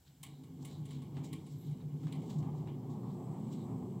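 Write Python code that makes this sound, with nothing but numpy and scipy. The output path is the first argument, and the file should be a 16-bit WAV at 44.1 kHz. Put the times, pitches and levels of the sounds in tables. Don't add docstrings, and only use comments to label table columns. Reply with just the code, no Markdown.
import sys
import numpy as np
from scipy import signal
from scipy.fft import rfft, irfft
from scipy.io import wavfile

SR = 44100
rng = np.random.default_rng(int(sys.argv[2]) if len(sys.argv) > 2 else 0)


def wav_record(signal):
    frames = np.transpose(np.atleast_2d(signal))
    bounded = np.clip(frames, -1, 1)
    quanta = np.round(bounded * 32767).astype(np.int16)
    wavfile.write(sys.argv[1], SR, quanta)


N = 176400
T = np.arange(N) / SR


def from_db(db):
    return 10 ** (np.asarray(db) / 20)


def unit_power(x):
    return x / np.sqrt(np.mean(x ** 2) + 1e-20)


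def curve(rows):
    return np.interp(T, *np.transpose(rows))


def noise(spectrum):
    hz, db = np.transpose(spectrum)
    log_hz = np.log(np.arange(N // 2 + 1) * SR / N + 1e-3)
    gain = from_db(np.interp(log_hz, np.log(hz), db))
    return unit_power(irfft(rfft(rng.standard_normal(N)) * gain, N))


def drift(rate_hz):
    hz = np.arange(N // 2 + 1) * SR / N
    return unit_power(irfft(rfft(rng.standard_normal(N)) / (1 + (hz / rate_hz) ** 2), N))


def keep_range(x, hz, kind, order):
    return signal.sosfilt(signal.butter(order, hz, kind, fs=SR, output="sos"), x)


def ring(x, hz, width_hz):
    r = np.exp(-np.pi * width_hz / SR)
    feedback = [1, -2 * r * np.cos(2 * np.pi * hz / SR), r * r]
    ringing = np.sqrt((1 - r * r) / 2) * signal.lfilter([1, 0, -1], feedback, x)
    return keep_range(ringing, [hz / np.sqrt(2), min(hz * np.sqrt(2), SR / 2 - 1)], "band", order=2)


def rubbed(modes):
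    lead_in = SR // 2
    out = 0
    for hz, width, db in modes:
        ringing = ring(rng.standard_normal(N + lead_in), hz, width)[lead_in:]
        out += from_db(db) * unit_power(ringing)
    return unit_power(out)


def burst(start_s, hold_s, fade_s):
    rise = np.clip((T - start_s) / .001, 0, 1)
    return rise * from_db(-60 * np.clip((T - start_s - hold_s) / fade_s, 0, 2))


# time_s, level_db
FRAME_SHAKE = [(0, -77.5), (.19, -73.5), (.25, -62), (.5, -58.5), (.62, -54.5), (.85, -52.5), (1.08, -52),
               (1.27, -48.5), (1.45, -54.5), (1.8, -52.5), (2.12, -50.5), (2.2, -46), (2.5, -46),
               (2.85, -48), (3.1, -46), (3.45, -46.5), (3.75, -44), (4, -47.5)]
# pitch_hz, width_hz, halfway_level_db, change_db_per_s
FRAME_MODES = [(53.3, 6.8, -39, 0), (72, 6.9, -15.5, -1.5), (95.4, 6.3, -9.5, -5), (117.6, 5.8, 0, 1),
               (140.9, 6.8, 0.5, -1), (162.9, 8.1, 1.5, -2), (188.8, 6.5, -1, 1.5), (217.1, 8.2, -4.5, 2.5),
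               (249.8, 6.6, -1, -1), (266.1, 5.5, -1, -0.5), (314, 8, -5.5, -2), (354, 12, -9.5, 2.5),
               (383.2, 16, -10, 1), (430, 30, -9.5, -1), (506, 82, -15.5, 0.5)]

def frame_rumble():
    halfway_s = 2.0
    rumble = 0
    for hz, width, db, db_per_s in FRAME_MODES:
        rumble += rubbed([(hz, width, 0)]) * from_db(db + db_per_s * (T - halfway_s))
    return keep_range(rumble, 650, "low", order=4) * from_db(curve(FRAME_SHAKE) - 4.5)


# time_s, relative_level_db
BOOM_LEVEL = [(0, -92), (.1, -56), (.17, -72), (.22, -53.5), (.39, -55), (.5, -61), (.61, -46.5),
              (.7, -55.5), (.82, -37.5), (.86, -48), (1.0, -39.5), (1.06, -47.5), (1.17, -42), (1.24, -54),
              (1.48, -49), (1.56, -38), (1.615, -77), (1.66, -40), (1.73, -38.5), (1.785, -70),
              (1.86, -35.5), (1.905, -56), (1.94, -35.5), (1.99, -45.5), (2.06, -34), (2.115, -49),
              (2.18, -31), (2.27, -68), (2.33, -53), (2.378, -26.5), (2.42, -44.5), (2.58, -39.5),
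              (2.8, -49.5), (3.3, -47.5), (3.55, -46.5), (3.75, -43), (4, -43)]
# time_s, pitch_hz
BOOM_PITCH = [(0, 140.6), (.65, 143), (.8, 148.2), (.92, 142.1), (1.25, 146), (1.6, 146.1), (1.75, 150),
              (1.87, 145.1), (2.05, 152.9), (2.38, 151), (2.6, 141.3), (3.3, 152), (4, 135.9)]

def panel_boom():
    wander_hz, roughness = 2.9, 0.21
    pitch_hz = curve(BOOM_PITCH) + wander_hz * drift(11.2)
    tone = np.sqrt(2) * np.sin(2 * np.pi * np.cumsum(pitch_hz) / SR)
    return tone * (1 + roughness * drift(17)) * from_db(curve(BOOM_LEVEL) - 2)


# time_s, relative_level_db
TRACK_LEVEL = [(0, -83), (.21, -83.5), (.25, -74), (.35, -73.5), (.58, -75.5), (.67, -66), (.85, -72),
               (1.08, -67.5), (1.22, -63), (1.5, -72.5), (1.95, -69.5), (2.06, -68), (2.22, -62),
               (2.46, -59), (2.78, -62.5), (3.05, -59), (3.22, -60), (3.33, -57), (3.5, -61), (3.7, -59.5),
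               (4, -61.5)]
# pitch_hz, level_db
TRACK_TONE = [(350, -44), (520, -5.5), (630, 1), (775, 5.5), (960, 1.5), (1110, -2), (1260, -10),
              (1420, -24.5), (2000, -21), (3000, -29), (5000, -47), (16000, -58)]
# pitch_hz, width_hz, level_db
TRACK_MODES = [(771, 19, 1), (858, 40, -0.5), (1017, 40, -4.5), (1101, 30, -4.5)]

def track_roar():
    waver_db = 1.5
    roar = from_db(-.5) * noise(TRACK_TONE)
    ringing = from_db(-6.5) * rubbed(TRACK_MODES)
    return (roar + ringing) * from_db(curve(TRACK_LEVEL) + waver_db * drift(15))


# start_s, relative_level_db, extra_treble_db
CLICKS = [(0.2289, -52.5, 3.5), (0.4344, -67.5, -2), (0.6476, -56, 3.5), (0.8532, -63.5, 2.5),
          (0.906, -60.5, -3.5), (1.0181, -63.5, -3.5), (1.2395, -65, -3), (1.327, -54, -0.5),
          (1.4633, -66.5, -0.5), (1.709, -70, -3.5), (2.1219, -56.5, -3.5), (2.2191, -67, -6)]
# delay_s, level_db
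BOUNCES = [(0, 0), (.016, -16), (.031, -17)]
# pitch_hz, width_hz, level_db
FITTING_MODES = [(817, 150, -10), (1090, 36, -5.5), (2140, 270, -5.5), (2240, 69, -6), (2946, 190, -4.5),
                 (3210, 340, -5), (3900, 880, -2.5), (6150, 820, -11), (7700, 700, 1), (9040, 42, -9.5),
                 (9490, 150, -4.5), (10000, 240, -6), (14100, 700, -5), (15200, 600, -12)]

def fitting_clicks():
    hold_s, strike_fade_s, tail_fade_s = .007, 0.041, 0.29
    treble_hz, top_hz, chatter_db = 5500, 12000, 2.5
    tail_db, tail_db_per_octave = -4, -5
    starts, level_db, treble_db = np.transpose(CLICKS)
    strikes = np.zeros((len(starts), N))
    for strike, start in zip(strikes, starts):
        for delay, db in BOUNCES:
            strike += (from_db(db) * burst(start + delay, hold_s, strike_fade_s)) ** 2
    tails = np.array([burst(start, hold_s, tail_fade_s) for start in starts]) ** 2
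    top_db = .6 * (level_db - level_db.max())
    chatter = unit_power(from_db(chatter_db * drift(690)))
    out = 0
    for hz, width, db in FITTING_MODES:
        power = from_db(level_db + treble_db * (hz > treble_hz) + top_db * (hz > top_hz)) ** 2
        tail_gain = from_db(tail_db + tail_db_per_octave * max(np.log2(hz / 3000), 0))
        strength = np.sqrt(power @ strikes + tail_gain ** 2 * (power @ tails))
        force = strength * chatter * rng.standard_normal(N)
        out += from_db(db - 4.5) * ring(force, hz, width)
    return out


# start_s, level_db
KNOCKS = [(1.1675, -54.5), (1.80, -68), (1.931, -74), (2.0318, -62.5), (2.068, -56.5), (2.08, -62.5),
          (2.4269, -60.5), (2.672, -60), (2.69, -77)]
# pitch_hz, level_db
KNOCK_TONE = [(400, -20), (800, 13), (1150, 5.5), (1500, 2), (2200, 1), (3100, 0.5), (4200, -4.5),
              (5500, -12), (8000, -10), (11000, -28), (16000, -35)]

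def roller_knocks():
    power = 0
    for start, db in KNOCKS:
        crack = burst(start, hold_s=0.0013, fade_s=0.041)
        tail = from_db(-5) * burst(start, hold_s=0, fade_s=0.32)
        power += from_db(db) ** 2 * (crack ** 2 + tail ** 2)
    return noise(KNOCK_TONE) * np.sqrt(power)


# peak_s, rise_s, fall_s, level_db, extra_treble_db
SCUFFS = [(.07, 0.012, 0.039, -66, -14), (.628, 0.012, 0.026, -71, 7), (.715, 0.06, .06, -62, -4),
          (.935, 0.055, .045, -61, -5), (1.16, .04, .04, -69, -9), (1.246, 0.0071, 0.027, -62.5, 7),
          (1.52, 0.093, .07, -74.5, 7), (1.66, 0.032, 0.068, -69, -0.5), (2.05, 0.084, 0.068, -73, 1.5),
          (2.29, 0.11, .12, -75.5, 8.5), (2.303, 0.0093, 0.032, -56, -3), (2.388, 0.0048, 0.015, -69, 7),
          (2.58, .04, .05, -70.5, -1), (2.904, 0.0079, .05, -68, -1), (3.11, 0.083, .06, -69.5, -11),
          (3.53, 0.01, 0.018, -58, -1), (3.56, 0.17, .1, -69.5, -4)]
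# pitch_hz, level_db
GRIT_TONE = [(600, -13), (1500, -9), (2300, -12), (3200, -0.5), (3950, 1.5), (5000, -3.5), (6300, -4.5),
             (7700, 1), (8800, -12.5), (11000, -20), (16000, -12)]

def shoe_scuffs():
    grain_db = 1.5
    low_power = high_power = 0
    for peak, rise, fall, db, treble_db in SCUFFS:
        from_peak = np.maximum((peak - T) / rise, (T - peak) / fall)
        swell = from_db(db) * np.exp(-np.minimum(from_peak, 20))
        low_power += swell ** 2
        high_power += (from_db(treble_db) * swell) ** 2
    grit = unit_power(noise(GRIT_TONE) * from_db(grain_db * drift(200)))
    low = np.sqrt(low_power) * keep_range(grit, 4700, "low", order=3)
    high = np.sqrt(high_power) * keep_range(grit, 4000, "high", order=3)
    return low + high


# time_s, level_db
BAR_LEVEL = [(0, -87), (.22, -80.5), (.27, -69), (.36, -82.5), (.6, -82.5), (.8, -82), (.96, -70.5),
             (1.1, -80), (1.3, -73), (1.36, -66), (1.43, -81.5), (1.68, -77.5), (1.87, -82), (2.1, -77),
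             (2.15, -69), (2.3, -77), (2.57, -81), (2.65, -83), (2.69, -67.5), (2.78, -83), (3.1, -84),
             (3.3, -82), (3.55, -76), (3.75, -81.5), (4, -82)]
# pitch_hz, width_hz, level_db
BAR_MODES = [(2151, 130, 0), (2358, 46, -4), (2881, 75, -2), (3106, 92, -2), (3300, 190, -1),
             (3642, 95, -6)]

def bar_ringing():
    rattle_db = 2
    return rubbed(BAR_MODES) * from_db(curve(BAR_LEVEL) + rattle_db * drift(90))


# middle_s, half_length_s, level_db
AXLE_SPELLS = [(.075, 0.025, -84), (.3, 0.051, -73.5), (.385, .04, -77), (.735, 0.061, -70),
               (.94, 0.039, -73), (1.4, 0.064, -85), (1.54, 0.029, -84), (1.68, 0.1, -78),
               (1.815, 0.011, -71.5), (2.15, 0.023, -76), (3.61, 0.04, -73.5)]
# pitch_hz, width_hz, level_db
AXLE_MODES = [(3820, 160, 0.65), (4080, 170, -2.7)]

def axle_singing():
    swells = 0
    for middle, half_length, db in AXLE_SPELLS:
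        swells += from_db(db) * np.exp(-np.minimum(((T - middle) / half_length) ** 2, 20))
    return rubbed(AXLE_MODES) * swells


# time_s, level_db
BEARING_LEVEL = [(0, -85), (2.8, -90.5), (3.1, -81), (3.25, -77.5), (3.6, -76.5), (4, -81)]
# pitch_hz, width_hz, level_db
BEARING_MODES = [(7330, 540, -0.5), (7940, 180, 2.5)]

def bearing_hiss():
    squeak_s, half_length_s, squeak_db, flicker_db = 1.625, 0.084, -76, 4
    swell = np.exp(-((T - squeak_s) / half_length_s) ** 2)
    squeak = ring(rng.standard_normal(N), hz=12600, width_hz=1700) * swell
    hiss = rubbed(BEARING_MODES) * from_db(curve(BEARING_LEVEL))
    return hiss + from_db(squeak_db + flicker_db * drift(60)) * squeak


# pitch_hz, level_db
AIR_TONE = [(20, -6.5), (60, 27), (130, 29), (300, 14), (500, 9.5), (900, -12), (1500, 5.5), (2200, -5),
            (4000, 1.5), (5200, 1), (6500, 0), (7600, 3.5), (8900, -6), (10500, -3), (13500, 0.5),
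            (16000, -0.5)]

def still_air():
    return from_db(-67.5) * noise(AIR_TONE)


def scene():
    rumble = keep_range(frame_rumble() + track_roar() + panel_boom(), 60, "high", order=4)
    centre = rumble + bar_ringing() + axle_singing() + fitting_clicks() + roller_knocks()
    centre += shoe_scuffs() + bearing_hiss() + still_air()
    side = from_db(-79) * unit_power(keep_range(rng.standard_normal(N), 5000, "high", order=1))
    return np.array([centre + side, centre - side])


def record(dry):
    cutoff_hz = 15750
    return signal.sosfilt(signal.ellip(10, .1, 80, cutoff_hz, fs=SR, output="sos"), dry)


dry = scene()
out = record(dry)
wav_record(out)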